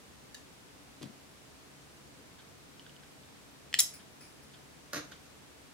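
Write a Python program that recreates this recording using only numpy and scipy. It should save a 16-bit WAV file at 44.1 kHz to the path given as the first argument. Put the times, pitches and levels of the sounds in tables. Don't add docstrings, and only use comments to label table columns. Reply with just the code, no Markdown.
import sys
import numpy as np
from scipy import signal
from scipy.fft import rfft, irfft, next_fast_len
from scipy.io import wavfile

SR = 44100
rng = np.random.default_rng(int(sys.argv[2]) if len(sys.argv) > 2 else 0)


def to_wav(sig):
    pcm = np.clip(np.atleast_2d(sig), -1, 1) * 32767
    pcm = np.round(pcm).astype(np.int16)
    wavfile.write(sys.argv[1], SR, pcm.T)


N = 252951

# (frequency [Hz], relative density [dB])
AIR_SPECTRUM = [(15, -59), (25, -8), (37, -28), (59, -4), (96, -5), (141, -5.5), (248, -4), (276, -9),
                (316, -7), (486, -8), (527, -10.5), (620, -10.5), (791, -12), (8730, -22.5), (15800, -33)]
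# (frequency [Hz], side minus mid [dB])
AIR_WIDTH = [(60, -6.5), (110, -1), (200, -1), (380, -1), (700, -0.5), (1290, 0), (2380, 0.5), (4400, 0.5),
             (8120, -0.5), (15000, 0.5)]
AIR_MID_RMS_DB = -58
# (frequency [Hz], width of each filter pass [Hz], rms before the slight left tilt [dB])
VENTILATION_HUM = [(72, 15, -76), (141.8, 2.65, -69.5), (281.3, 35, -69)]
# (frequency [Hz], time to fall by 60 dB [s])
ROOM_T60 = [(150, 0.27), (1000, 0.32), (4000, 0.27), (8000, 0.29), (15000, 0.17)]

# (time [s], level [dB], sliding time [s], hardness [Hz])
TONGS_TICKS = [(.3453, -9, 0.00069, 14000), (.3495, -10.5, 0.0018, 9000), (.377, -24, 0.0026, 4000)]
# (frequency [Hz], width of each filter pass [Hz], level [dB])
TONGS_MODES = [(1760, 170, -0.5), (2860, 400, -5), (3750, 290, -2), (4520, 640, -5), (5800, 1100, -10),
               (6940, 1150, -6), (11200, 7900, -14)]

THUD_S, THUD_DB, THUD_SLIDING_S, THUD_HARDNESS_HZ = 1.0135, 2, 0.0016, 350
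ROCK_GAP_S, ROCK_LOSS_DB = .019, 1.5
# (time [s], level [dB], hardness [Hz]); then it drags a little
HANDLE_CLICKS = [(1.0205, -4, 3000), (1.0283, -3, 11000), (1.0308, -1, 3800)]
HANDLE_SLIDING_S = 0.002
DRAG_AFTER_S, DRAG_DB, DRAG_SLIDING_S, DRAG_HARDNESS_HZ = .022, -2.5, .02, 3200
# (frequency [Hz], width [Hz], level [dB])
TABLE_MODES = [(135, 14, 4), (205, 25, 2), (233, 14, 7), (298, 45, 4), (750, 300, -13), (1400, 900, -15),
               (3700, 3000, -14), (9000, 5000, -19)]

# (time [s], level [dB], hardness [Hz])
FINGER_SLIDES = [(2.386, -16.5, 2500), (3.232, -23, 4000), (3.992, -17, 1800), (4.535, -19.5, 16000),
                 (5.118, -14, 4000)]
SLIDE_S = .009
# (time [s], level [dB])
FINGER_PATS = [(2.864, -5), (3.034, -8)]
PAT_SLIDING_S, PAT_HARDNESS_HZ = 0.0023, 500
# (frequency [Hz], width of each filter pass [Hz], level [dB])
HELD_PLASTIC_MODES = [(1540, 700, -4), (2350, 600, -7), (3140, 450, -1), (3640, 500, -1.5), (4550, 690, -4),
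                      (9000, 7000, -22)]
# (time [s], level [dB])
LID_PLAY = [(2.7955, -15), (2.895, -19), (2.965, -20)]
PLAY_SLIDING_S, PLAY_HARDNESS_HZ = .0003, 8000
# (frequency [Hz], width of each filter pass [Hz], level [dB])
SHUT_LID_MODES = [(1900, 900, -15), (2980, 450, 3.5), (4860, 1900, -12)]

# (time [s], level [dB], hardness [Hz])
CATCH_SLIPS = [(3.7284, -4.5, 4500), (3.7396, 6.5, 2000), (3.7413, 11.5, 8500), (3.7492, -1.5, 20000)]
CATCH_SLIDING_S = 0.00016
# (frequency [Hz], width of each filter pass [Hz], level [dB])
CATCH_MODES = [(420, 840, -22.5), (1870, 460, -5.5), (2630, 560, -9.5), (3190, 420, 2), (4230, 390, -2.5),
               (5100, 600, -5.5), (6300, 430, -10), (7550, 1000, -12), (8700, 1600, -20),
               (13000, 5900, -20.5)]

LIP_S, LIP_LENGTH_S, LIP_RISE_S = 3.7886, .014, 0.0026
LIP_DB, LIP_RISE_DB, LIP_EASE_DB_PER_S = 14.5, 6.5, 1100
LIP_SLIDING_S, LIP_HARDNESS_HZ = 0.0014, 7000
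# (frequency [Hz], width [Hz], level [dB])
LIP_MODES = [(745, 510, -26), (1970, 370, -17), (3020, 400, -15), (3720, 530, -8), (5360, 370, 0.5),
             (6100, 650, -13), (6800, 700, -4), (7800, 830, -2.5), (9900, 720, -3), (10700, 1200, -7),
             (12000, 1100, -5), (13700, 1000, -6), (15000, 670, 2), (15200, 600, -10)]
CRACK_S, CRACK_DB, CRACK_SLIDING_S, CRACK_HARDNESS_HZ = 3.803, 12.5, .00025, 12000
REBOUND_GAP_S, REBOUND_LOSS_DB = .0044, 8
# (frequency [Hz], width of each filter pass [Hz], level [dB])
LID_MODES = [(720, 810, -26), (2500, 950, -15), (3270, 300, -5), (5340, 1100, -6), (6300, 1600, -6),
             (7640, 1300, -11), (9500, 940, 0), (10720, 1040, 4), (12040, 1100, -9.5), (13800, 1600, -2),
             (15300, 990, -2)]

# (time [s], level [dB], sliding time [s], hardness [Hz])
HINGE_RUBS = [(3.935, -13.5, 0.0094, 16100), (4.205, -10.5, .012, 3000), (4.228, -19.5, 0.037, 6950),
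              (4.425, -27, 0.0058, 18000)]
# (frequency [Hz], width of each filter pass [Hz], level [dB])
HINGE_MODES = [(1500, 660, -12.5), (2380, 420, -4.5), (5060, 1200, -3.5), (7900, 1500, -15),
               (9760, 830, 2.5), (15000, 1200, -1)]

# (time [s], level [dB], hardness [Hz])
SPATULA_BRUSHES = [(4.9275, -1, 1500), (5.045, -15.5, 6000), (5.114, -9.5, 5000), (5.254, -21, 16000)]
BRUSH_SLIDING_S = 0.0063
# (time [s], level [dB], hardness [Hz])
SPATULA_KNOCKS = [(4.933, 1.5, 12000), (4.964, -2.5, 4500), (4.978, -4, 9000)]
KNOCK_SLIDING_S = .0004
CHATTER_S, CHATTER_LENGTH_S, CHATTER_HOLD_S = 4.9365, .078, .052
CHATTER_DB, CHATTER_SPREAD_DB, LIFT_DB_PER_S = -6.5, 3, 400
CHATTER_SLIDING_S, CHATTER_HARDNESS_HZ, CHATTER_DULLING_S = .0015, 8000, 0.066
# (frequency [Hz], width of each filter pass [Hz], level [dB])
SPATULA_MODES = [(109, 140, -7.5), (292, 58, -1), (427, 150, -8), (613, 270, -4.5), (1110, 340, -7.5),
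                 (1486, 270, -3.5), (1880, 450, -10), (2630, 810, -12), (3680, 720, -7),
                 (4260, 1100, -11.5), (5630, 1700, -12.5), (6500, 1000, -6), (9100, 2600, -18),
                 (11550, 1300, -11), (14500, 2200, -25)]

CUTOFF_HZ = 15850


def from_db(db):
    return 10 ** (np.asarray(db) / 20)


def unit_energy(x):
    return x / np.sqrt(np.sum(x ** 2, axis=-1, keepdims=True) + 1e-20)


def at_hz(points, hz):
    known_hz, values = np.transpose(points)
    return np.interp(np.log(np.maximum(hz, 1)), np.log(known_hz), values)


def colourless(noise):
    spectrum = rfft(noise)
    return irfft(spectrum / (np.abs(spectrum) + 1e-12), noise.shape[-1])


def resonate(x, hz, width):
    r = np.exp(-np.pi * width / SR)
    feed = np.array([1, 0, -1]) * (1 - r * r) / 2
    feedback = [1, -2 * r * np.cos(2 * np.pi * hz / SR), r * r]
    return signal.lfilter(feed, feedback, x + 1e-18)


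def contact_force(contacts, size=8192):
    force, t = np.zeros(N + size), np.arange(size) / SR
    for s, level_db, sliding, hardness_hz in contacts:
        swell = np.sqrt(t / sliding) * np.exp(-t / sliding)
        uneven = from_db(rng.normal(0, 9.4, size))
        grit = swell * rng.standard_normal(size) * uneven
        slips = unit_energy(colourless(grit) * np.exp(-t / (10 * sliding)))
        clean = np.exp(-sliding / 0.0025)
        push = np.sqrt(1 - clean) * slips + np.sqrt(clean) * (t == 0)
        soft = np.exp(-2 * np.pi * hardness_hz / SR)
        touch = signal.lfilter([1 - soft], [1, -soft], push)
        start = int(s * SR)
        force[start:start + size] += from_db(level_db) * touch
    return force[:N]


def struck(contacts, modes, order=1):
    force, out = contact_force(contacts), 0
    for k, (hz, width, db) in enumerate(modes):
        mode = force
        for _ in range(order):
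            mode = resonate(mode, hz, width)
        out = out + (-1) ** k * from_db(db) * mode
    return out


def touches(rows, sliding, *hardness_hz):
    return [(s, db, sliding, *own, *hardness_hz) for s, db, *own in rows]


def bounces(s, db, gap, loss_db, count):
    return [(s + k * gap, db - k * loss_db) for k in range(count)]


def uneven_run(length, count):
    steps = np.arange(count)
    jitter = rng.uniform(-1, 1, count) / 3 * (steps > 0)
    return (steps + jitter) * length / count


def nearby_scatter(size=512):
    t = np.arange(size) / SR
    burst = rng.standard_normal((2, size)) * t * np.exp(-t / 0.00039)
    return unit_energy(colourless(burst) * np.exp(-t / 0.0015))


def room_response(size=22050):
    t, hz = np.arange(size) / SR, np.arange(size // 2 + 1) * SR / size
    white = rfft(rng.standard_normal((2, size)))
    centres = [centre for centre, _ in ROOM_T60]
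    tail = 0
    for (_, t60), shares in zip(ROOM_T60, np.eye(len(ROOM_T60))):
        band = at_hz(list(zip(centres, shares)), hz)
        tail = tail + irfft(white * band, size) * from_db(-60 * t / t60)
    walls = signal.butter(1, 12000, fs=SR, output="sos")
    build_up = 1 - np.exp(-(t / 0.0016) ** 2)
    return unit_energy(signal.sosfilt(walls, tail) * build_up)


def place(sound, pan_db, lag_ms, wet_db):
    size = next_fast_len(N)
    hz = np.arange(size // 2 + 1) * SR / size
    delay = np.exp(-2j * np.pi * hz * lag_ms / 1000)
    direct = np.array([sound, irfft(rfft(sound, size) * delay, size)[:N]])
    near = from_db(-5) * signal.fftconvolve(sound[None], nearby_scatter(), axes=1)[:, :N]
    echo = signal.fftconvolve(sound[None], room_response(), axes=1)[:, :N]
    pan = from_db([[pan_db / 2], [-pan_db / 2]])
    return (direct + near) * pan + from_db(wet_db) * echo


def room_tone():
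    size = next_fast_len(N)
    hz = np.arange(size // 2 + 1) * SR / size
    mid, side = rfft(rng.standard_normal((2, size))) * from_db(at_hz(AIR_SPECTRUM, hz))
    mid = irfft(mid, size)[:N]
    side = irfft(side * from_db(at_hz(AIR_WIDTH, hz)), size)[:N]
    air = from_db(AIR_MID_RMS_DB) * np.array([mid + side, mid - side]) / np.std(mid)
    for hum_hz, width, db in VENTILATION_HUM:
        line = resonate(resonate(rng.standard_normal(N), hum_hz, width), hum_hz, width)
        air = air + from_db(db) * line / np.std(line)
    return air * from_db([[.2], [-.2]])


def tongs_ticks():
    return struck(TONGS_TICKS, TONGS_MODES, order=2)


def tongs_laid():
    rocking = bounces(THUD_S, THUD_DB, ROCK_GAP_S, ROCK_LOSS_DB, count=5)
    contacts = touches(rocking, THUD_SLIDING_S, THUD_HARDNESS_HZ)
    contacts += touches(HANDLE_CLICKS, HANDLE_SLIDING_S)
    contacts += [(THUD_S + DRAG_AFTER_S, DRAG_DB, DRAG_SLIDING_S, DRAG_HARDNESS_HZ)]
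    return struck(contacts, TABLE_MODES)


def finger_touches():
    pats = touches(FINGER_PATS, PAT_SLIDING_S, PAT_HARDNESS_HZ)
    slides = touches(FINGER_SLIDES, SLIDE_S)
    return struck(pats + slides, HELD_PLASTIC_MODES, order=2)


def lid_play():
    return struck(touches(LID_PLAY, PLAY_SLIDING_S, PLAY_HARDNESS_HZ), SHUT_LID_MODES, order=2)


def catch_gives():
    return struck(touches(CATCH_SLIPS, CATCH_SLIDING_S), CATCH_MODES, order=2)


def lip_scrape():
    t = uneven_run(LIP_LENGTH_S, count=7)
    below_peak_db = LIP_RISE_DB * np.maximum(1 - t / LIP_RISE_S, 0)
    eased_db = LIP_EASE_DB_PER_S * np.maximum(t - LIP_RISE_S, 0)
    slips = zip(LIP_S + t, LIP_DB - below_peak_db - eased_db)
    return struck(touches(slips, LIP_SLIDING_S, LIP_HARDNESS_HZ), LIP_MODES)


def lid_crack():
    blows = bounces(CRACK_S, CRACK_DB, REBOUND_GAP_S, REBOUND_LOSS_DB, count=2)
    return struck(touches(blows, CRACK_SLIDING_S, CRACK_HARDNESS_HZ), LID_MODES, order=2)


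def hinge_rubs():
    return struck(HINGE_RUBS, HINGE_MODES, order=2)


def spatula_pickup():
    t = uneven_run(CHATTER_LENGTH_S, count=18)
    lift_db = LIFT_DB_PER_S * np.maximum(t - CHATTER_HOLD_S, 0)
    db = CHATTER_DB - lift_db + CHATTER_SPREAD_DB * rng.standard_normal(len(t))
    hardness_hz = CHATTER_HARDNESS_HZ * np.exp(-t / CHATTER_DULLING_S)
    contacts = touches(SPATULA_KNOCKS, KNOCK_SLIDING_S)
    contacts += touches(zip(CHATTER_S + t, db, hardness_hz), CHATTER_SLIDING_S)
    contacts += touches(SPATULA_BRUSHES, BRUSH_SLIDING_S)
    return struck(contacts, SPATULA_MODES, order=2)


def scene():
    tongs = place(tongs_ticks(), pan_db=1.0, lag_ms=0.048, wet_db=-4.5)
    table = place(tongs_laid(), pan_db=-0.5, lag_ms=0.0095, wet_db=-15)
    fingers = place(finger_touches() + lid_play(), pan_db=-2, lag_ms=0.017, wet_db=-4)
    catch = place(catch_gives(), pan_db=0.0, lag_ms=0.037, wet_db=-9)
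    snap = place(lip_scrape() + lid_crack(), pan_db=1.2, lag_ms=.034, wet_db=-6.0)
    hinge = place(hinge_rubs(), pan_db=3.5, lag_ms=0.035, wet_db=1.0)
    spatula = place(spatula_pickup(), pan_db=-2.0, lag_ms=-0.06, wet_db=-4)
    return room_tone() + tongs + table + fingers + catch + snap + hinge + spatula


def record(dry):
    low_pass = signal.ellip(12, .1, 70, CUTOFF_HZ, fs=SR, output="sos")
    return signal.sosfilt(low_pass, dry)


dry = scene()
out = record(dry)
to_wav(out)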